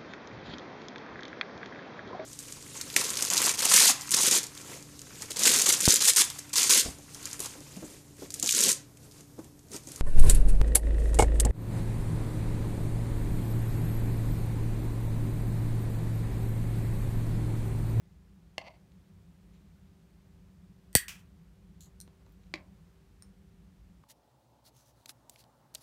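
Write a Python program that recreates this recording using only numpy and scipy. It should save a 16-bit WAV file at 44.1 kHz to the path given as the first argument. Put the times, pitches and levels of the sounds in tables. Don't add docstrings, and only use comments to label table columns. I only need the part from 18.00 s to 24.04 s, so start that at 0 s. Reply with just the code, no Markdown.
import sys
import numpy as np
from scipy import signal
from scipy.fft import rfft, irfft, next_fast_len
from scipy.io import wavfile
from scipy.ndimage import map_coordinates

SR = 44100
rng = np.random.default_rng(int(sys.argv[2]) if len(sys.argv) > 2 else 0)


def ratio_of_db(decibels):
    return 10 ** (np.asarray(decibels, float) / 20)


def to_wav(s):
    ch = np.atleast_2d(s).T
    pcm = np.round(np.clip(ch, -1, 1) * 32767)
    wavfile.write(sys.argv[1], SR, pcm.astype(np.int16))


N = 266408
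TAIL = 2 ** 14

# pitch_hz, width_hz, level_db
AIR_MODES = [(51, 11, 2.5), (90.7, 22, -2.5), (109, 27, -6.5), (144, 12, -7), (164.9, 12, 0),
             (195.5, 12, 1)]
# pitch_hz, density_db_per_hz
HISS_COLOUR = [(200, -5.5), (300, -6), (450, -14), (800, -16.5), (4700, -27), (9600, -31.5), (15600, -35),
               (16200, -46)]
# pitch_hz, level_db (rms)
MOTOR_LINES = [(290.7, -88), (387.6, -77), (484.5, -87), (538.3, -91)]

# delay_s, level_db
WALL_ECHOES = [(.0035, -7.5), (.008, -24), (0.0113, -10), (0.015, -16), (.023, -21)]
# pitch_hz, t60_s
ROOM_DECAY = [(150, .2), (600, 0.58), (2000, 0.215), (5000, 0.12), (9000, 0.12), (15000, .125)]

# start_s, peak_db, length_ms
HANDLE_KNOCKS = [
    (.5803, -20, 2.4),
]
PIVOT_SLIPS = [
    (.610, -42, 10),
    (.697, -54, 18),
    (.728, -58, 30),
]
SKIN_GRAZES = [
    (.9188, -58, 2),
    (1.525, -66, 45),
    (4.0765, -52, .8),
    (4.2636, -59, .8),
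    (4.2935, -61, .8),
    (4.4346, -60, .8),
    (4.4396, -60, .8),
    (4.4686, -61, .8),
    (4.5154, -62, 1),
]
WIRE_SNAP = [
    (2.9288, -46, 1.9),
    (2.9365, -52, 1.8),
    (2.9405, -50, 1.5),
    (2.9516, 1.2, 1.7),
    (2.9597, -10, 2.6),
    (2.9685, -18, 1.05),
    (2.9715, -17, .8),
]
SLEEVE_RUSTLES = [
    (3.86, -61, 18),
    (4.0768, -52, 1.8),
    (4.12, -64, 34),
    (4.19, -66, 50),
    (4.263, -55, 4),
]
SPRING_TICKS = [
    (4.0017, -33, 1.54),
    (4.012, -36, 1.06),
    (4.0185, -43, 1.5),
]
WIRE_GRAZES = [
    (4.294, -62, .93),
    (4.322, -56.5, .94),
]
JAW_SHUTS = [
    (4.5392, -20, 1.15),
    (4.5465, -40, 1.8),
    (4.5565, -36, 1.8),
    (4.568, -54, 26),
]
RIVET_TAPS = [
    (4.785, -67, 2.7),
    (6.0365, -52, 1.05),
]
HELD_TOUCHES = [
    (5.2228, -40, 1.05),
    (5.231, -50, 1.05),
]
# start_s, peak_db
TABLE_JOLTS = [
    (.582, -47.5),
    (2.9520, -15),
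]

# start_s, level_db, length_ms, first_gap_ms, gap_growth, loss_db, length_growth
PIVOT_CREAK = (.638, -51, 8, 6.8, .97, -1.6, .88)
END_LANDING = (3.0812, -28.5, 5, 8, 1.42, 5.3, 1.45)
SPRING_RASP = (3.8065, -45, 2.6, 7.5, 1.12, 2.1, 1.3)

# pitch_hz, width_hz, level_db
HANDLE_MODES = [(340, 83, -20), (650, 80, -5.5), (767, 120, -7), (1040, 120, -10), (1750, 60, -12),
                (2110, 130, 4), (2780, 240, 6), (3160, 250, -8), (4330, 200, 5.5), (5000, 220, -1),
                (5800, 240, -16), (6440, 100, -30), (8300, 1300, -30), (11700, 2500, -45)]
TABLE_MODES = [(71, 47, -0.5), (146.94, 70, 0.5), (260, 127.2, -4.5), (480, 110, -4.5), (728, 250.6, -10)]
JOINT_MODES = [(660, 140, 9), (1010, 220, 3.5), (2090, 110, 8.5), (2700, 240, 2.5), (3100, 400, -4),
               (4550, 320, -2.5), (5830, 660, -14)]
SKIN_MODES = [(700, 600, -9), (2490, 1200, 1), (4150, 410, 3), (5900, 920, -5), (7300, 940, -6)]
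BLADE_MODES = [(1350, 500, -23), (1700, 80, -8), (1825, 70, -5), (1950, 90, -1), (2526, 260, -12),
               (3250, 500, -11), (4560, 220, -4), (5800, 700, -10), (7300, 600, -6.5), (8250, 700, -.5),
               (9300, 700, -2), (11100, 600, -7.5), (13200, 1600, -8.5), (15400, 500, -15)]
CORNER_MODES = [(1260, 536, -8.5), (1840, 430, -3), (2450, 290, 4.5), (3200, 740, -1.5), (5495, 1700, -2.5),
                (8380, 3550, -5.5), (14000, 4000, -10.5)]
RUBBED_COIL_MODES = [(2700, 790, -11), (4330, 620, 5), (6000, 670, -11), (6900, 960, 13), (8050, 540, -14),
                     (10500, 1700, -0.5), (13500, 2300, -27)]
SLEEVE_MODES = [(240, 150, 2.5), (600, 550, -1), (1080, 390, -1.5), (1920, 900, -17)]
COIL_MODES = [(1440, 200, -13), (4150, 230, -2), (5790, 520, -3), (7240, 1200, -10), (8720, 420, 1),
              (9440, 400, 1), (12620, 1800, -10.5), (14600, 1200, -17)]
WIRE_TIP_MODES = [(11300, 1500, -5), (14800, 1200, -2)]
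OPEN_JAW_MODES = [(338, 45, 9.5), (610, 90, 1.5), (780, 114, -4), (1080, 200, -.5), (2080, 160, 5),
                  (2330, 180, 13), (2550, 200, 7), (3300, 480, 3), (3960, 130, 8), (4500, 600, 10),
                  (5200, 350, 5), (6700, 400, 1.5), (11200, 2200, -5)]
RIVET_MODES = [(300, 180, 0), (1070, 59, 19), (1500, 1500, -9)]
HELD_COIL_MODES = [(1100, 400, -16), (1870, 450, -14), (4140, 400, -15), (5360, 130, 0), (7000, 900, -16),
                   (8660, 300, -1), (9300, 520, -2.5), (13400, 590, -19), (15200, 900, -23)]
# pitch_hz, width_hz, level_db (taken away)
MIC_PORT_NOTCH = [(10400, 200, -2)]


def unit(x):
    return x / np.sqrt(np.mean(x ** 2) + 1e-20)


def along(points, hz):
    f, v = np.transpose(points)
    return np.interp(np.log(hz + 1), np.log(f + 1), v)


def filtered(x, response):
    m = next_fast_len(len(x) + 8192)
    spectrum = rfft(x, m) * response(np.fft.rfftfreq(m, 1 / SR))
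    return irfft(spectrum, m)[:len(x)]


def resonances(modes, sign=-1):
    def response(f):
        total = 0
        for k, (centre, width, db) in enumerate(modes):
            damping = 1j * f * width
            total = total + sign ** k * ratio_of_db(db) * damping / (centre * centre - f * f + damping)
        return total
    return response


def padded(body, soft_hz):
    return lambda f: body(f) / (1 - (f / soft_hz) ** 2 + 2.7 * 1j * f / soft_hz)


def wobble(rate):
    knots = rng.standard_normal(int(N * rate / SR) + 4)
    return map_coordinates(knots, [np.arange(N) * rate / SR])


def add(track, s, x):
    part = track[round(s * SR):][:len(x)]
    part += x[:len(part)]


def room_answer(dying):
    hz, t, z = signal.stft(rng.standard_normal(TAIL), SR, nperseg=256)
    decay = ratio_of_db(-60 * dying * t / along(ROOM_DECAY, hz)[:, None])
    tail = signal.istft(z * decay, SR, nperseg=256)[1][:TAIL]
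    tail = tail * (1 - np.exp(-np.arange(TAIL) / SR / 0.0017))
    tail = tail / np.linalg.norm(tail)
    for delay_s, db in WALL_ECHOES:
        tail[round(delay_s * SR)] += ratio_of_db(db)
    return tail


def contacts(events, body, dying, room_db):
    out = np.zeros(N)
    ms = 1000 * np.arange(TAIL // 2) / SR
    for s, db, length_ms in events:
        rise_ms = .13 * length_ms ** 1.25
        shape = (1 - np.exp(-ms / rise_ms)) * np.exp(-ms / length_ms)
        force = shape * rng.standard_normal(len(ms))
        for _ in range(3):
            flat = irfft(np.exp(1j * np.angle(rfft(force))), len(ms))
            force = np.sqrt(shape / shape.max()) * flat
        ring = filtered(force, body)
        ring = ratio_of_db(db) * ring / np.abs(ring).max()
        add(out, s, ring)
        add(out, s, ratio_of_db(room_db) * signal.fftconvolve(ring, room_answer(dying)))
    return out


def contact_run(s, db, length_ms, gap_ms, gap_growth, loss_db, length_growth, count):
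    k = np.arange(count)
    gaps = gap_ms * gap_growth ** k
    starts = s + (np.cumsum(gaps) - gaps) / 1000
    return np.transpose([starts, db - loss_db * k, length_ms * length_growth ** k])


def ventilation():
    t = np.arange(N) / SR
    modes = resonances(AIR_MODES)
    rumble = filtered(rng.standard_normal(N),
                      lambda f: modes(f) / (1 + (f / 215) ** 6) / (1 + (38 / (f + 1)) ** 4))
    hiss = filtered(rng.standard_normal(N), lambda f: ratio_of_db(along(HISS_COLOUR, f)) * (f > 190))
    hiss = hiss / np.std(filtered(hiss, lambda f: (f > 500) * (f < 5000)))
    hum = np.zeros(N)
    for hz, db in MOTOR_LINES:
        swell = np.sqrt(2) * ratio_of_db(db + 2.9 * wobble(5.8))
        hum += swell * np.sin(2 * np.pi * hz * t + .6 * wobble(14))
    rumble_db = -57.5 + 1.2 * wobble(4)
    hiss_db = -75 + .4 * wobble(1.5)
    return ratio_of_db(rumble_db) * unit(rumble) + ratio_of_db(hiss_db) * hiss + hum


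def handle_knock():
    body = padded(resonances(HANDLE_MODES, sign=0.83), soft_hz=6100)
    return contacts(HANDLE_KNOCKS, body, dying=1.05, room_db=-14)


def table_thumps():
    swing = filtered(signal.unit_impulse(TAIL), resonances(TABLE_MODES))
    out = np.zeros(N)
    for s, db in TABLE_JOLTS:
        add(out, s, ratio_of_db(db) * swing / np.abs(swing).max())
    return out


def pivot_creak():
    events = [*PIVOT_SLIPS, *contact_run(*PIVOT_CREAK, count=8)]
    return contacts(events, resonances(JOINT_MODES), dying=2.7, room_db=-11)


def skin_grazes():
    return contacts(SKIN_GRAZES, resonances(SKIN_MODES), dying=0.76, room_db=-11)


def wire_snap():
    return contacts(WIRE_SNAP, resonances(BLADE_MODES), dying=0.8, room_db=-7.2)


def end_landing():
    events = contact_run(*END_LANDING, count=6)
    return contacts(events, resonances(CORNER_MODES), dying=.9, room_db=-1.8)


def spring_rasp():
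    events = contact_run(*SPRING_RASP, count=6)
    return contacts(events, resonances(RUBBED_COIL_MODES), dying=0.98, room_db=-2.5)


def sleeve_rustle():
    return contacts(SLEEVE_RUSTLES, resonances(SLEEVE_MODES), dying=1.4, room_db=-9)


def spring_ticks():
    return contacts(SPRING_TICKS, resonances(COIL_MODES), dying=.9, room_db=-8.5)


def wire_grazes():
    return contacts(WIRE_GRAZES, resonances(WIRE_TIP_MODES), dying=1.2, room_db=-5)


def jaw_shuts():
    body = padded(padded(resonances(OPEN_JAW_MODES, sign=1), soft_hz=4500), soft_hz=9000)
    return contacts(JAW_SHUTS, body, dying=1.1, room_db=-12)


def rivet_taps():
    return contacts(RIVET_TAPS, resonances(RIVET_MODES), dying=0.95, room_db=-15)


def held_touches():
    return contacts(HELD_TOUCHES, resonances(HELD_COIL_MODES), dying=0.7, room_db=-9.5)


def scene():
    cutters = handle_knock() + pivot_creak() + wire_snap() + jaw_shuts() + rivet_taps()
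    impacts = table_thumps() + end_landing()
    spring = spring_rasp() + spring_ticks() + held_touches()
    hands = skin_grazes() + wire_grazes() + sleeve_rustle()
    return (ventilation() + cutters + impacts + spring + hands)[None]


def roll_off(x):
    return signal.sosfilt(signal.butter(12, 16810, fs=SR, output="sos"), x)


def record(dry):
    port = filtered(dry[0], lambda f: (1j * f) ** 2 / ((1j * f) ** 2 + 1.2 * 1j * f * 42 + 42 ** 2))
    port = port - filtered(port, resonances(MIC_PORT_NOTCH))
    held = port / (1 + np.abs(port / .87) ** 6) ** (1 / 6)
    held = filtered(held, lambda f: 1 / (1 + (f / 15780) ** 160))
    return roll_off(held[None])


dry = scene()
out = record(dry)
to_wav(out)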